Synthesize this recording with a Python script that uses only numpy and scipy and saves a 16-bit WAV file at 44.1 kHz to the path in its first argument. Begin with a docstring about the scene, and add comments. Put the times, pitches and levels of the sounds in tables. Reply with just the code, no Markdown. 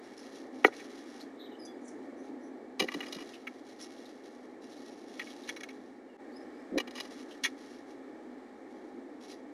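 """Nest building in a wooden box.

A small bird stirs moss and dry grass, whose fibres slip and crack. Its claws scratch the entrance,
its bill and wings scrape and knock the walls, and wing beats boom in the cavity. A low drone from
outside hums through the box and other birds call faintly. A small camera inside picks it all up
at a low sample rate."""
import sys
import numpy as np
from scipy import signal
from scipy.fft import rfft, irfft, next_fast_len
from scipy.io import wavfile
from scipy.ndimage import map_coordinates

SR = 44100
rng = np.random.default_rng(int(sys.argv[2]) if len(sys.argv) > 2 else 0)


def put_to_file(sound):
    """Save the sound as 16-bit audio at rate SR, in the file named by the first command-line argument."""
    columns = np.atleast_2d(sound).T  # one column per channel
    safe = np.clip(columns, -1, 1)
    whole_steps = np.round(safe * 32767)
    wavfile.write(sys.argv[1], SR, whole_steps.astype(np.int16))


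N = 420273


def amp(db):
    """Decibels to gain."""
    return 10 ** (np.asarray(db) / 20)


def unit(x):
    """Scale to rms 1."""
    return x / np.sqrt(np.mean(x ** 2) + 1e-20)


def curves(rows):
    """Per-sample curve for each column after the time."""
    times_s, *columns = np.transpose(rows)
    return [np.interp(np.arange(N) / SR, times_s, column) for column in columns]


def wobble(rate_hz, size=N):
    """Smooth random curve, rate_hz knots a second."""
    knots = rng.standard_normal(int(size * rate_hz / SR) + 4)
    return map_coordinates(knots, [np.arange(size) * rate_hz / SR])


def filtered(x, response):
    """Apply a complex frequency response."""
    size = next_fast_len(len(x) + 8192)
    hz = np.fft.rfftfreq(size, 1 / SR)
    return irfft(rfft(x, size) * response(hz), size)[:len(x)]


def coloured(x, spectrum):
    """Shape by (frequency [Hz], level [dB]) points, rolling off below the first; rms 1."""
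    points_hz, db = np.transpose(spectrum)

    def response(hz):
        rolloff = np.minimum(hz / points_hz[0], 1)
        return amp(np.interp(np.log(hz + 1), np.log(points_hz), db)) * rolloff
    return unit(filtered(x, response))


def resonate(x, modes, damping=1):
    """Parallel modes (frequency [Hz], base width [Hz], gain [dB]); damping scales the widths."""
    def mode(hz, centre_hz, width_hz, db):
        loss = 1j * hz * width_hz * damping
        return amp(db) * loss / (centre_hz ** 2 - hz ** 2 + loss)
    return filtered(x, lambda hz: sum(mode(hz, *row) for row in modes))


def lossy(modes):
    """Wood damps high modes fastest: base width is at least 2.5% of frequency."""
    return [(hz, max(width_hz, 0.025 * hz), db) for hz, width_hz, db in modes]


def butter(x, hz, kind, order):
    """Causal Butterworth filter."""
    return signal.sosfilt(signal.butter(order, hz, kind, fs=SR, output="sos"), x)


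def slips(rate_hz, spread_db, size):
    """Stick-slip friction: random impulses with a log-normal spread of strength."""
    impulses = (rng.random(size) < rate_hz / SR) * rng.standard_normal(size)
    return impulses * amp(spread_db * rng.standard_normal(size))


def add(track, start_s, sound):
    """Mix sound into track at start_s."""
    part = track[max(round(start_s * SR), 0):][:len(sound)]
    part += sound[:len(part)]


# Level of the low drone and airy rush in the box: (time [s], drone level [dB], air level [dB])
BOX_NOISE_LEVELS = [(0.0, -50, -59.5), (0.56, -47.5, -61), (0.9, -48.5, -58), (1.43, -48.5, -61),
                    (2.1, -46.5, -60.5), (2.76, -48, -63), (3.02, -46.5, -54), (3.4, -50.5, -62),
                    (5.02, -49, -63), (5.44, -48, -60), (6.02, -51.5, -64), (6.93, -50.5, -61),
                    (7.43, -52.5, -63.5), (9.53, -52, -65.5)]
# Low drone and airy rush: (frequency [Hz], relative density [dB])
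DRONE_SPECTRUM = [(53, -75), (90, -48), (105, -36), (122, -23.5), (141, -24.5), (162, -38), (182, -24.5),
                  (215, -10), (233, -7), (254, 2), (557, -10.5), (612, -14), (820, -14.5), (1000, -29),
                  (1100, -24), (1430, -51), (2420, -120)]
AIR_SPECTRUM = [(600, -11), (1100, 0.5), (1300, 1), (1500, -3.5), (1800, 4.5), (2050, -3), (2280, -0.5),
                (2500, -14), (4000, -13.5), (5000, -18), (8000, -22)]


def background():
    """A low drone and airy rush fill the box, over a hollow tone, faint rumble and mains hum."""
    drone_db, air_db = curves(BOX_NOISE_LEVELS)
    drone_db += 0.49 * wobble(rate_hz=3.5)
    drone = amp(drone_db + 1.5) * coloured(rng.standard_normal(N), DRONE_SPECTRUM)
    air = amp(air_db + 0.5) * coloured(rng.standard_normal(N), AIR_SPECTRUM)
    hollow = amp(-67) * unit(resonate(rng.standard_normal(N), [(828, 20, 0)]))
    rumble = amp(-83.5) * coloured(rng.standard_normal(N), [(20, -1), (90, -0.5), (300, -26.5)])
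    mains = amp(-85.5) * np.sin(2 * np.pi * 50 * np.arange(N) / SR)
    return drone + air + hollow + rumble + mains


# Calls: (time [s], length [s], start [Hz], middle [Hz], end [Hz], level [dB], trill depth [Hz])
FAR_CALLS = [(1.374, 0.1, 3700, 3720, 3580, -55, 290), (1.507, .025, 4040, 3730, 3360, -57, 130),
             (1.515, 0.046, 3150, 2880, 3100, -55, 40), (1.588, 0.094, 5200, 4880, 4930, -55, 30),
             (1.666, 0.041, 3500, 3420, 3400, -60.5, 20), (1.811, 0.11, 6400, 6440, 6200, -63, 600),
             (2.166, 0.078, 5750, 6100, 6400, -70, 220), (2.407, 0.073, 5700, 5930, 6100, -66, 260),
             (6.08, 0.095, 2950, 2760, 2670, -72, 22), (6.32, 0.096, 4150, 5130, 4880, -66, 60),
             (6.416, 0.018, 4920, 5400, 5940, -70, 40), (6.532, 0.11, 4500, 5160, 5100, -73.5, 90)]


def far_birds():
    """Far birds whistle gliding, trilled notes, blurred by the garden's echo."""
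    trill_rate_hz, rt60_s = 140, 0.29
    calls = np.zeros(N)
    for start_s, length_s, start_hz, middle_hz, end_hz, db, depth_hz in FAR_CALLS:
        progress = np.linspace(0, 1, int(length_s * SR))
        parabola = np.polyfit([0, 0.5, 1], [start_hz, middle_hz, end_hz], 2)
        trill = np.sin(2 * np.pi * trill_rate_hz * length_s * progress)
        jitter = 0.63 * wobble(rate_hz=300, size=len(progress))
        pitch_hz = np.polyval(parabola, progress) + depth_hz * (trill + jitter)
        flutter_db = 3.9 * wobble(rate_hz=85, size=len(progress))
        envelope = amp(db + flutter_db) * np.sqrt(8 * progress * (1 - progress))
        add(calls, start_s, envelope * np.sin(2 * np.pi * np.cumsum(pitch_hz) / SR))
    t = np.arange(SR // 2) / SR
    tail = rng.standard_normal(len(t)) * amp(-60 * t / rt60_s)
    echo = signal.fftconvolve(calls, tail / np.linalg.norm(tail))[:N]
    return amp(-4.5) * calls + amp(-7) * echo


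# Air modes of the box: (frequency [Hz], base width [Hz], gain [dB])
CAVITY_MODES = [(243, 14, -6.5), (290, 95, -4), (523, 64, -13), (670, 75, -15)]
# Beats and shoves at the entrance: (time [s], length [s], level [dB])
WING_BEATS = [(2.811, 0.024, -33.5), (2.836, 0.02, -42.5), (2.937, 0.045, -39.5), (3.15, 0.025, -44),
              (3.201, 0.029, -42.5), (6.714, 0.02, -39), (6.735, 0.014, -35), (6.751, 0.014, -33.5),
              (6.765, 0.012, -29.5)]


def wings():
    """Each beat pushes a puff of air into the box, which booms briefly."""
    boom_band_hz = (176, 570)
    out, t = np.zeros(N), np.arange(SR // 8) / SR
    for start_s, length_s, db in WING_BEATS:
        puff = np.sin(np.pi * np.minimum(t / length_s, 1)) * rng.standard_normal(len(t))
        cavity = resonate(puff, CAVITY_MODES, damping=0.62)
        boom = butter(cavity, boom_band_hz, "bandpass", order=4)
        push = butter(puff, 130, "lowpass", order=2)
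        gain = amp(db) * np.sqrt(length_s / t[-1])
        add(out, start_s, gain * (unit(boom) + amp(-29) * unit(push)))
    return out


# Modes of the struck box: (frequency [Hz], base width [Hz], gain [dB])
BOX_MODES = [(409, 110, 0), (759, 64, -5), (953, 24, -13), (1240, 97, -7), (1440, 25, -10), (1660, 20, -17),
             (1940, 55, -1), (2240, 51, -9), (2550, 90, -19), (2850, 200, -18), (3400, 77, -24),
             (3870, 43, -31)]
# Blows on the wood: (time [s], peak [dB], contact cutoff [Hz])
BLOWS = [(0.6453, -5, 2420), (.654, -21.5, 453), (.661, -22.5, 650), (.679, -26.5, 1400),
         (2.803, -22.5, 800), (2.82, -29, 710), (2.838, -26.5, 704), (2.943, -36, 700), (6.779, -28, 750),
         (6.802, -37, 700), (7.003, -51, 700)]


def knocks():
    """A blow rings the box; bending waves carry the treble ahead of the bass."""
    out = np.zeros(N)
    ring = resonate(signal.unit_impulse(SR // 5), BOX_MODES, damping=1.25)
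    dispersed = filtered(ring, lambda hz: np.exp(-1j * np.sqrt(hz / 0.932)))
    wood = butter(dispersed, 267, "highpass", order=4)
    for start_s, peak_db, contact_hz in BLOWS:
        blow = butter(wood, contact_hz, "lowpass", order=5)
        add(out, start_s, amp(peak_db) * blow / np.abs(blow).max())
    return out


# Thud, ring and grit bands of a stroke: (low [Hz], high [Hz])
STROKE_BANDS = [(210, 900), (900, 2700), (2700, 7800)]


def scratches(strokes, modes, rasp_hz, thud_db, direct_db, release_s):
    """Bursts of slips on wood: weight thuds, a blunt point rings the panel, a sharp one rasps."""
    attack_s, lead_s = 0.0021, 0.003  # contact comes just before the bite
    sharpness_db_per_octave = 57  # sharper points rasp higher
    out, t = np.zeros(N), np.arange(SR // 12) / SR
    for start_s, length_s, level_db, sharpness_db in strokes:
        pressure = (1 - np.exp(-t / attack_s)) * np.exp(-np.maximum(t - length_s, 0) / release_s)
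        friction = pressure * slips(rate_hz=12000, spread_db=4.5, size=len(t))
        pitch_hz = rasp_hz * 2 ** (sharpness_db / sharpness_db_per_octave)
        force = friction + amp(-2) * resonate(friction, [(pitch_hz, 546, 0)])
        # Each spot favours other modes.
        spot_modes = [(hz, width_hz, db + 2.4 * rng.standard_normal()) for hz, width_hz, db in modes]
        panel = resonate(force, lossy(spot_modes)) + amp(direct_db) * force
        wood = butter(panel, 6560, "lowpass", order=8)
        gain = amp(level_db) * np.sqrt((length_s + 0.0087) / t[-1])
        for band_hz, band_db in zip(STROKE_BANDS, (thud_db, -sharpness_db / 2, sharpness_db / 2)):
            band = unit(butter(wood, band_hz, "bandpass", order=4))
            add(out, start_s - lead_s, gain * amp(band_db) * band)
    return out


# Entrance panel modes: (frequency [Hz], base width [Hz], gain [dB])
ENTRANCE_MODES = [(1190, 76, 0), (1940, 100, 7.5), (2350, 85, 5), (2886, 40, 3.5), (3320, 68, -6.5),
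                  (3870, 21, -2), (4030, 210, -2), (4950, 21, 2), (5430, 120, -15.5), (5760, 42, -18),
                  (5700, 110, -14), (6390, 67, -4), (6700, 28, -57)]
# Claw strokes: (time [s], length [s], level [dB], sharpness as grit over ring [dB])
CLAW_STROKES = [(2.797, 0.0098, -28.5, 3), (2.818, 0.012, -38, -1), (2.839, 0.0056, -47.5, 6),
                (2.885, 0.0052, -40.5, -17.5), (2.919, 0.0062, -45, -5), (2.941, 0.0049, -40, -1.5),
                (3.006, 0.0037, -40, -7), (3.031, .01, -49.5, -13), (3.061, 0.0098, -50, 0),
                (3.082, .008, -53, 5), (3.127, .004, -45.5, 17.5), (3.148, 0.0055, -51.5, 15),
                (3.165, .008, -55, 9), (3.185, 0.0047, -51, -8), (3.206, .007, -52, 1),
                (3.221, 0.006, -51.5, -2), (6.779, 0.008, -35.5, -1.5), (6.801, 0.0084, -40.5, -1),
                (6.875, .0056, -52.5, -2.5), (6.91, .0033, -56.5, 5.5), (6.954, 0.014, -52, 4),
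                (6.977, 0.016, -48.5, -2), (7.002, 0.0087, -43, 6.5), (7.052, 0.0038, -56, -4)]


def claws():
    """Claws grip the entrance hole and scratch its panel."""
    return scratches(CLAW_STROKES, ENTRANCE_MODES,
                     rasp_hz=3020, thud_db=-5.5, direct_db=-13.5, release_s=0.0047)


# Side wall modes: (frequency [Hz], base width [Hz], gain [dB])
WALL_MODES = [(1320, 55, -8), (1740, 28, -3), (1907, 93, 6), (2197, 99, 6.5), (2500, 90, -14),
              (2790, 110, -7), (3338, 56, -3), (3950, 77, -5.5), (4200, 67, -10.5), (4880, 70, -9.5),
              (5600, 75, -1.5), (5960, 180, -19), (6200, 35, -4.5)]
# Wall strokes: (time [s], length [s], level [dB], sharpness as grit over ring [dB])
WALL_STROKES = [(0.645, 0.0069, -31, -18.5), (0.659, 0.015, -50, 14), (0.684, 0.0053, -59, -6),
                (0.722, 0.028, -61.5, -18), (0.787, 0.027, -57.5, -8), (3.471, 0.01, -46.5, -18),
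                (5.196, 0.0026, -38.5, -8.5), (5.212, .012, -51, -17), (5.272, .004, -54.5, -11),
                (5.476, 0.015, -51, 3), (5.491, .009, -38, -3.5), (5.564, 0.011, -48.5, -2),
                (5.606, .006, -48.5, -3), (5.635, 0.0032, -43, -4.5), (5.689, 0.0033, -50.5, -6),
                (5.705, 0.0044, -57, -3), (7.437, 0.01, -37, 7), (7.448, 0.017, -34, -4.5),
                (7.469, 0.01, -53, -13)]


def scrapes():
    """Bill, twigs and feathers drag lightly along the inner walls."""
    return scratches(WALL_STROKES, WALL_MODES,
                     rasp_hz=3680, thud_db=-23.5, direct_db=-20, release_s=0.005)


# Dry stalks giving way: (time [s], level [dB], pitch [Hz])
STALK_SNAPS = [(0.177, -42.5, 5300), (0.1956, -46.5, 5440), (1.2083, -42.5, 4280), (1.6506, -45.5, 6070),
               (1.879, -49, 5900), (3.2894, -48, 3900), (3.336, -43.5, 2850), (3.812, -41, 5560),
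               (3.8248, -39, 5440), (4.0554, -47, 3900), (4.719, -51, 3830), (4.78, -55, 4340),
               (5.152, -52, 3400), (5.303, -44.5, 3320), (5.434, -48.5, 3830), (7.3097, -47.5, 3050),
               (9.2963, -53, 5750), (9.3112, -50, 4800)]


def stalks():
    """A stalk cracks in a short run of slips that ring at its own pitch."""
    width_hz, t60_s = 333, 0.12
    out, t = np.zeros(N), np.arange(SR // 12) / SR
    for start_s, db, pitch_hz in STALK_SNAPS:
        cracks = slips(rate_hz=4700, spread_db=1.5, size=len(t)) * amp(-60 * t / t60_s)
        snap = resonate(cracks, [(pitch_hz, width_hz, 0)])
        add(out, start_s, amp(db + 1) * snap / (np.abs(snap).max() + 1e-9))
    return out


# Steps, tugs and shuffles in the moss: (time [s], length [s], level [dB])
BIRD_MOVES = [(0.01, 0.12, -62), (0.162, 0.26, -59.5), (0.522, 0.17, -63.5), (0.72, .13, -56),
              (0.88, 0.17, -58.5), (1.058, 0.16, -58.5), (2.014, 0.043, -73), (2.23, 0.036, -65.5),
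              (2.783, 0.52, -58.5), (3.263, 0.077, -57.5), (3.37, 0.31, -68), (3.658, 0.061, -60.5),
              (3.736, .06, -65), (3.785, 0.062, -54.5), (3.882, 0.22, -60.5), (4.12, 0.38, -69.5),
              (4.227, 0.042, -59.5), (4.604, 0.046, -61), (4.675, 0.055, -59), (4.746, .19, -60),
              (4.967, 0.29, -64), (5.07, 0.46, -60.5), (5.264, 0.038, -55.5), (5.533, 0.19, -65.5),
              (5.717, .21, -72), (6.93, 0.12, -58.5), (7.095, .12, -62), (7.278, 0.052, -59),
              (7.423, 0.05, -58), (7.563, 0.23, -66.5), (7.858, 0.077, -71), (8.692, 0.19, -78),
              (9.2, .07, -63.5), (9.271, 0.052, -57)]


def effort():
    """Rustle envelope: the moss takes up each move's load, then springs back; powers add."""
    rise_s, settle_s = 0.013, 0.035
    creep_db = -86.5  # fibres creep between moves
    t, power = np.arange(N) / SR, np.full(N, amp(creep_db) ** 2)
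    for start_s, length_s, db in BIRD_MOVES:
        rise = 1 - np.exp(-np.maximum(t - start_s, 0) / rise_s)
        settle = np.exp(-np.clip((t - start_s - length_s) / settle_s, 0, 20))
        power += (amp(db) * rise * settle) ** 2
    waver_db = 1.6 * wobble(rate_hz=24)
    return np.sqrt(power) * amp(waver_db)


# Fibre rustle: (frequency [Hz], relative density [dB])
MOSS_SPECTRUM = [(500, -26), (1200, 0), (1900, -6), (2300, -8), (2600, -2), (4000, 2), (4600, 0),
                 (5400, 0.5), (6500, -3.5), (7300, -7), (8000, -19)]


def moss():
    """Thousands of fibres slip in small clumps as the bird moves; the walls ring along."""
    fibres = coloured(slips(rate_hz=5000, spread_db=4, size=N), MOSS_SPECTRUM)
    walls = unit(resonate(fibres, lossy(WALL_MODES), damping=0.4))
    envelope = effort()
    clumps_db = 1.4 * wobble(rate_hz=70)
    return envelope * amp(clumps_db) * unit(fibres + amp(-4) * walls)


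# Overall level, dipping briefly and returning a little higher: (time [s], gain [dB])
LEVEL_DIP = [(6.168, -1), (6.172, -17), (6.185, -6), (6.2, 2)]


def scene():
    """Mono mix at the microphone in the box."""
    bird = amp(-3) * claws() + amp(-2) * scrapes() + moss() + stalks() + knocks() + wings()
    gain_db, = curves(LEVEL_DIP)
    return (amp(gain_db) * (bird + far_birds() + background()))[None]


def record(dry):
    """The camera samples slowly and interpolates linearly, which mirrors the treble upward."""
    rate_hz, cutoff_hz = 16000, 15750
    baseband = filtered(dry[0], lambda hz: hz < rate_hz / 2)
    leak = filtered(baseband, lambda hz: (hz / np.maximum(rate_hz - hz, rate_hz / 2)) ** 2)
    mirror = 2 * leak * np.cos(2 * np.pi * rate_hz * np.arange(N) / SR)
    return filtered(baseband + mirror, lambda hz: hz < cutoff_hz)[None]


dry = scene()
out = record(dry)
put_to_file(out)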